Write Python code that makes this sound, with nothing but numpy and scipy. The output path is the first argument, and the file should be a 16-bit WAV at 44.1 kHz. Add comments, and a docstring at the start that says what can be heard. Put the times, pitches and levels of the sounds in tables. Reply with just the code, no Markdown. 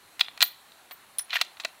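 """A bolt-action rifle is worked a few metres away in a quiet forest clearing.
The handle lifts and the bolt slams back: each impact excites damped modes of the steel and the stock.
A brass case rings as it tumbles; after a few dry ticks and two shorter pings, one very faint, the bolt
slides forward with stick-slip friction, hits home and is locked down.
Ground and trees scatter a faint tail over the hiss of still air."""
import sys
import numpy as np
from scipy import signal
from scipy.fft import rfft, irfft
from scipy.io import wavfile
from scipy.ndimage import uniform_filter1d

SR = 44100
rng = np.random.default_rng(int(sys.argv[2]) if len(sys.argv) > 2 else 0)


def pcm_store(signal):
    """Save signal as 16-bit PCM."""
    levels = np.round(np.clip(np.atleast_2d(signal), -1, 1) * 32767)
    wavfile.write(sys.argv[1], SR, levels.astype(np.int16).T)


N = 79380

# spectrum of still air (frequency [Hz], relative density [dB])
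AIR_SPECTRUM = [(25, -26), (64, -14.5), (200, -11.5), (400, -8.5), (490, -10), (800, -3), (1200, -4.5),
                (2350, -8.5), (3400, -12), (4200, -7.5), (4800, -18.5), (11300, -15), (16000, -24)]
# steel impacts: the handle lifts (0.19 s), the bolt runs back (0.38 s), is handled (0.72 s), runs home
# (1.3 s) and locks (1.57 s); thud, clack, snap and fizz are band gains relative to the level
# (time [s], level [dB], thud [dB], clack [dB], snap [dB], fizz [dB], t60 [s])
STEEL_KNOCKS = [ (.1942, -21.5, 1, 0, 4, 10, 0.036), (.2065, -23, 6, -6, 14, 18.5, 0.032),
                (.2098, -4, -8, -5, -16.5, -12, 0.012), (.283, -29, 10, 2, -15, -26, 0.0097),
                (.376, -32.5, 8, 7.5, 4.5, 8, 0.012), (.4058, -13, -6, 0, 3, 3, 0.027),
                (.4088, -20.5, 4, 2.5, -4, 13, 0.088), (.4178, -8.5, -3.5, -20, 1.5, 1, 0.0054),
                (.4234, -17, 6, -9.5, 11, 10, 0.0037), (.4256, -6, 3.5, 0, 9.5, 16.5, 0.016),
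                (.4325, -21.5, 12, 5, -2, 6, 0.017), (.7192, -43.5, 13, 1, 0, 1, 0.012),
                (.921, -52, 14, 25, 16, 6, 0.011), (1.1845, -24.5, -6, -22, 4, -3, 0.068),
                (1.194, -37, 6, 12.5, 11, 6, 0.067), (1.305, -25.5, -21, 2, -6, -14, .025),
                (1.322, -29.5, 5, 2, -5, -3, 0.02), (1.3299, -18.5, -7, 7, -17, -5, 0.02),
                (1.3332, -19.5, 6.5, 4.5, -9, -16, 0.026), (1.3412, -37, 5, 9, 1, -1, 0.018),
                (1.3558, -18, 5.5, 10, -7, 2, 0.019), (1.366, -24, -6, 13.5, 4, 1, 0.035),
                (1.370, -27.5, -3, 6.5, -9, 3, 0.026), (1.382, -34.5, 3, 6, 3, 6, 0.014),
                (1.3892, -27.5, 7.5, 0, -16, -1, 0.019), (1.406, -33, 7, 9, 9, -3, 0.043),
                (1.4128, -6, -4.5, 1, 2, 3, 0.023), (1.5698, -36.5, 3, 3.5, -14, -6, 0.012),
                (1.5988, -26, 6, 3, 7.5, 0, 0.064), (1.6362, -29, 8, -14, -17, -2, 0.043),
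                (1.6486, -20.5, 9.5, 3, 9.5, 6.5, 0.0055), (1.6522, -24.5, 16, 9.5, 11.5, -17, 0.0033)]
# spectrum of a knock before its band gains (frequency [Hz], gain [dB])
KNOCK_SPECTRUM = [(60, -65), (250, -34.5), (470, -38.5), (670, -19.5), (1100, -10.5), (1900, -10),
                  (3300, -4), (4200, -2.5), (5200, -14), (7000, -20), (11000, -29.5), (15000, -27.5)]
# modes of receiver, barrel and stock (frequency [Hz], relative level [dB])
RIFLE_MODES = [(700, -14), (1100, -20.5), (1430, -7), (1835, -7.5), (1975, -2), (2420, -0.5), (2700, -7),
               (3020, -5), (3290, -8.5), (3490, -4.5), (3700, -6.5), (3965, 1.5), (4160, 2), (4395, -13),
               (4890, -39)]
# spectrum of the scattered tail (frequency [Hz], gain [dB])
TAIL_SPECTRUM = [(200, -1), (700, -25), (1500, -22), (2500, -20), (4300, -17.5), (5200, -21.5), (8000, -14),
                 (15000, -23)]
# reverberation time of the clearing (frequency [Hz], t60 [s])
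TAIL_DECAY = [(300, 0.069), (2000, 0.34), (4200, 0.33), (8000, 0.11), (15000, 0.18)]
# single reflections (delay [s], gain [dB])
REFLECTIONS = [(.0032, -29), (0.035, -28)]
# single parts ringing, from the stock's thunk to steel zings
# (time [s], frequency [Hz], level [dB], t60 [s])
PART_ZINGS = [ (.2098, 970, -39, 0.046), (.2098, 3300, -10, 0.013), (.2098, 4950, -14, 0.02),
              (.4178, 3550, -3.5, 0.0078), (.4178, 1570, -18.5, 0.014), (.4258, 3326, -11, 0.017),
              (1.192, 5480, -30, .036), (1.195, 5940, -29, 0.023), (1.3055, 2990, -32.5, 0.09),
              (1.3055, 4047, -28, 0.045), (1.3415, 12150, -37.5, 0.13), (1.3562, 2973, -19, 0.021),
              (1.366, 1790, -18, .03), (1.4135, 740, -32, 0.032), (1.6485, 648, -22, 0.02),
              (1.6485, 2660, -23, 0.025)]
# modes of the brass case (frequency [Hz], t60 [s])
CASE_MODES = [(9862, 0.18), (12800, 0.17), (14425, 0.19), (14535, 0.18)]
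# blows to the case
# (time [s], swell rate [Hz], first swell [s], extra damping [dB/s], level of each of four modes [dB])
CASE_PINGS = [(.433, 25.6, 0.008, 3.6, -35, -29.5, -29, -23), (.918, 30, 0.018, 150, -80, -64, -58, -34),
              (1.1845, 31, 0.002, 170, -19, -32.5, -48, -33)]
# dry ticks, as of the case landing on dirt and gravel (time [s], peak [dB], snap [dB])
DRY_TICKS = [(.9108, -26.5, 3), (.9136, -28, 5.5), (.9175, -29.5, 1)]
# spectrum of a tick (frequency [Hz], relative gain [dB])
TICK_SPECTRUM = [(60, -11), (250, -10), (800, 4), (2000, 5.5), (4000, 4.5), (6000, -15), (15000, -11.5)]
# friction of the bolt's forward stroke (time [s], level [dB])
SLIDE_ENVELOPE = [(1.295, -51), (1.311, -44), (1.328, -42), (1.342, -28.5), (1.35, -32), (1.356, -22.5),
                  (1.371, -30), (1.378, -51), (1.41, -40)]
# spectrum of steel rubbing on steel (frequency [Hz], relative gain [dB])
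RUB_SPECTRUM = [(100, -56), (450, -25.5), (700, -11), (1700, -1.5), (3000, 6), (4300, -9), (5500, -9.5),
                (8000, -21.5), (15000, -24)]

AIR_DB, AIR_PATCH_DB, TAIL_PATCH_DB = -55.5, 1.5, 3.5
BASS_HZ, THUD_HZ, CLACK_HZ, STEEL_HZ, SNAP_HZ, FIZZ_HZ = 200, 590, 1700, 3260, 7770, 13500
CONTACT_S, RING_T60_S, RING_DB, RING_SCATTER_DB = 0.0005, 0.027, -10, 0.5
GRIP_DETUNE, ZING_WANDER = 0.012, 0.03  # rms fractions of the frequency
TUMBLE_FLOOR = 0.25  # amplitude in a dip relative to a swell
GRIT_DB, GRIT_T60_S = -14, 0.015
SLIPS_PER_S, SLIP_SPREAD_DB, SLIDE_RING_DB = 1400, 2.8, -5
LOW_CUT_HZ, BAND_LIMIT_HZ = 206, 15900


def amp(db):
    """Amplitude ratio of a level in decibels."""
    return 10 ** (np.asarray(db) / 20)


def unit_rms(x):
    """Normalisation to an rms of 1."""
    return x / np.sqrt(np.mean(x ** 2) + 1e-20)


def curve_at(points, hz):
    """Interpolation of a table on a logarithmic frequency axis."""
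    table_hz, value = np.transpose(points)
    return np.interp(np.log(hz + 1), np.log(table_hz + 1), value)


def add(mix, start_s, sound):
    """Superposition of a sound on the mix from a given time."""
    part = mix[round(start_s * SR):][:len(sound)]
    part += sound[:len(part)]


def minimum_phase(db):
    """Causal frequency response with the given gains, by folding the cepstrum."""
    cepstrum = irfft(np.log(amp(db)))
    half = len(cepstrum) // 2
    cepstrum[1:half] *= 2
    cepstrum[half + 1:] = 0
    return np.exp(rfft(cepstrum))


def decay(t, t60):
    """Exponential damping, 60 dB down after t60."""
    return np.exp(-np.log(1000) * t / t60)


def patches(shape, bins, frames):
    """A random field, correlated over neighbouring frequency bins and time frames."""
    field = uniform_filter1d(rng.standard_normal(shape), size=bins, axis=0)
    return unit_rms(uniform_filter1d(field, size=frames, axis=1))


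def still_air():
    """Ambient noise: a soft, continuous spectrum whose level drifts in faint patches."""
    hz, _, spectrum = signal.stft(rng.standard_normal(N), SR, nperseg=2048, noverlap=1536)
    drift_db = AIR_PATCH_DB * patches(spectrum.shape, bins=20, frames=6)
    spectrum *= amp(curve_at(AIR_SPECTRUM, hz)[:, None] + drift_db)
    hiss = signal.istft(spectrum, SR, nperseg=2048, noverlap=1536)[1][:N]
    return amp(AIR_DB) * unit_rms(hiss)


def steel_knock(level_db, thud_db, clack_db, snap_db, fizz_db, t60, size=4096):
    """Impact excitation: dense, damped modes merge into a crack, and the rifle's distinct modes ring."""
    t, hz = np.arange(size) / SR, np.fft.rfftfreq(size, 1 / SR)
    bands = [(BASS_HZ, 0), (THUD_HZ, thud_db), (CLACK_HZ, clack_db),
             (STEEL_HZ, 0), (SNAP_HZ, snap_db), (FIZZ_HZ, fizz_db)]
    onset = 1 - np.exp(-t / CONTACT_S)
    burst = rfft(rng.standard_normal(size) * onset * decay(t, t60))
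    # the burst's own broad colour is divided out
    burst_db = 10 * np.log10(uniform_filter1d(abs(burst) ** 2, size=40) + 1e-12)
    colour_db = curve_at(KNOCK_SPECTRUM, hz) + curve_at(bands, hz)
    crack = irfft(burst * minimum_phase(colour_db - burst_db))
    ring = np.zeros(size)
    for mode_hz, mode_db in RIFLE_MODES:
        scatter_db = RING_SCATTER_DB * rng.standard_normal()
        ring += amp(mode_db + curve_at(bands, mode_hz) + scatter_db) * rifle_mode(mode_hz, t)
    return amp(level_db) * (20 * crack + amp(RING_DB) * ring)


def rifle_mode(hz, t):
    """Damped free vibration of one mode, starting softly at a random phase and detuned by the grip."""
    detuned_hz = hz * (1 + GRIP_DETUNE * rng.standard_normal())
    onset = (1 - np.exp(-t / CONTACT_S)) ** 2
    return onset * np.sin(2 * np.pi * (detuned_hz * t + rng.random())) * decay(t, RING_T60_S)


def clearing_tail(direct):
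    """Reflection and scattering: ground and trees return single echoes and a thin, uneven tail."""
    hz, t, spectrum = signal.stft(rng.standard_normal(SR // 2), SR, nperseg=256)
    t60 = curve_at(TAIL_DECAY, hz)[:, None]
    envelope = decay(t, t60) * np.sqrt(2 * np.log(1000) / (t60 * SR))  # scaled for equal energy at any t60
    spectrum *= amp(curve_at(TAIL_SPECTRUM, hz))[:, None] * envelope
    spectrum *= amp(TAIL_PATCH_DB * patches(spectrum.shape, bins=8, frames=3))
    response = signal.istft(spectrum, SR, nperseg=256)[1]
    for delay_s, db in REFLECTIONS:
        add(response, delay_s, amp([db]))
    return signal.fftconvolve(direct, response)[:N]


def part_zing(hz, db, t60):
    """Frequency modulation: a struck part rings, its pitch wavering as it chatters in its seat."""
    t = np.arange(SR // 5) / SR
    wander = ZING_WANDER * unit_rms(uniform_filter1d(rng.standard_normal(len(t)), size=24))
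    phase = 2 * np.pi * np.cumsum(hz * (1 + wander)) / SR
    onset = 1 - np.exp(-t / CONTACT_S)
    band = signal.butter(2, [hz / 2, min(2 * hz, BAND_LIMIT_HZ)], "band", fs=SR, output="sos")
    return amp(db) * signal.sosfilt(band, onset * np.sin(phase) * decay(t, t60))


def case_ping(swell_hz, first_swell_s, damping_db_per_s, *mode_db):
    """Directional radiation: the high modes of the thin brass case swell and dip as it turns."""
    t = np.arange(SR // 3) / SR
    angle = np.pi * swell_hz * (t - first_swell_s)  # two swells a turn
    directivity = np.cos(angle) + 1j * TUMBLE_FLOOR * np.sin(angle)
    tone = sum(amp(db) * decay(t, t60) * np.exp(2j * np.pi * hz * t)
               for (hz, t60), db in zip(CASE_MODES, mode_db))
    return (tone * directivity).imag * amp(-damping_db_per_s * t)


def dry_tick(peak_db, snap_db, size=2048):
    """Impulsive contact: one hard, broadband pulse with a trace of grit and no resonance."""
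    t, hz = np.arange(size) / SR, np.fft.rfftfreq(size, 1 / SR)
    force = (t == 0) + amp(GRIT_DB) * rng.standard_normal(size) * decay(t, GRIT_T60_S)
    colour_db = curve_at(TICK_SPECTRUM, hz) + curve_at([(STEEL_HZ, 0), (SNAP_HZ, snap_db)], hz)
    pulse = irfft(rfft(force) * minimum_phase(colour_db))
    return amp(peak_db) * pulse / abs(pulse).max()


def bolt_slide(size=2048):
    """Stick-slip friction: tiny random slips rasp and ring the rifle under the pressure of the stroke."""
    t, hz = np.arange(size) / SR, np.fft.rfftfreq(size, 1 / SR)
    slips = (rng.random(N) < SLIPS_PER_S / SR) * rng.choice([-1, 1], N)
    strength = amp(SLIP_SPREAD_DB * np.minimum(rng.exponential(1, N), 3))
    rasp = irfft(minimum_phase(curve_at(RUB_SPECTRUM, hz)))
    ring = sum(amp(db + curve_at(RUB_SPECTRUM, mode_hz)) * rifle_mode(mode_hz, t)
               for mode_hz, db in RIFLE_MODES)
    slip_response = unit_rms(rasp) + amp(SLIDE_RING_DB) * unit_rms(ring)
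    scrape = signal.fftconvolve(slips * strength, slip_response)[:N]
    friction_db = np.interp(np.arange(N) / SR, *np.transpose(SLIDE_ENVELOPE), left=-np.inf, right=-np.inf)
    return unit_rms(scrape) * amp(friction_db)


def scene():
    """Superposition of the rifle's direct sound, its reflections and the ambient noise."""
    rifle = bolt_slide()
    for events, source in ((STEEL_KNOCKS, steel_knock), (DRY_TICKS, dry_tick),
                           (PART_ZINGS, part_zing), (CASE_PINGS, case_ping)):
        for start_s, *settings in events:
            add(rifle, start_s, source(*settings))
    # the rifle's direct sound carries little bass
    low_cut = signal.butter(2, LOW_CUT_HZ, "high", fs=SR, output="sos")
    rifle = signal.sosfilt(low_cut, rifle)
    return (rifle + clearing_tail(rifle) + still_air())[None]


def record(dry):
    """Band limiting: a linear-phase low-pass filter removes the highest treble."""
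    low_pass = signal.firwin(255, BAND_LIMIT_HZ, window=("kaiser", 8), fs=SR)
    return signal.oaconvolve(dry, low_pass[None], "same")


dry = scene()
out = record(dry)
pcm_store(out)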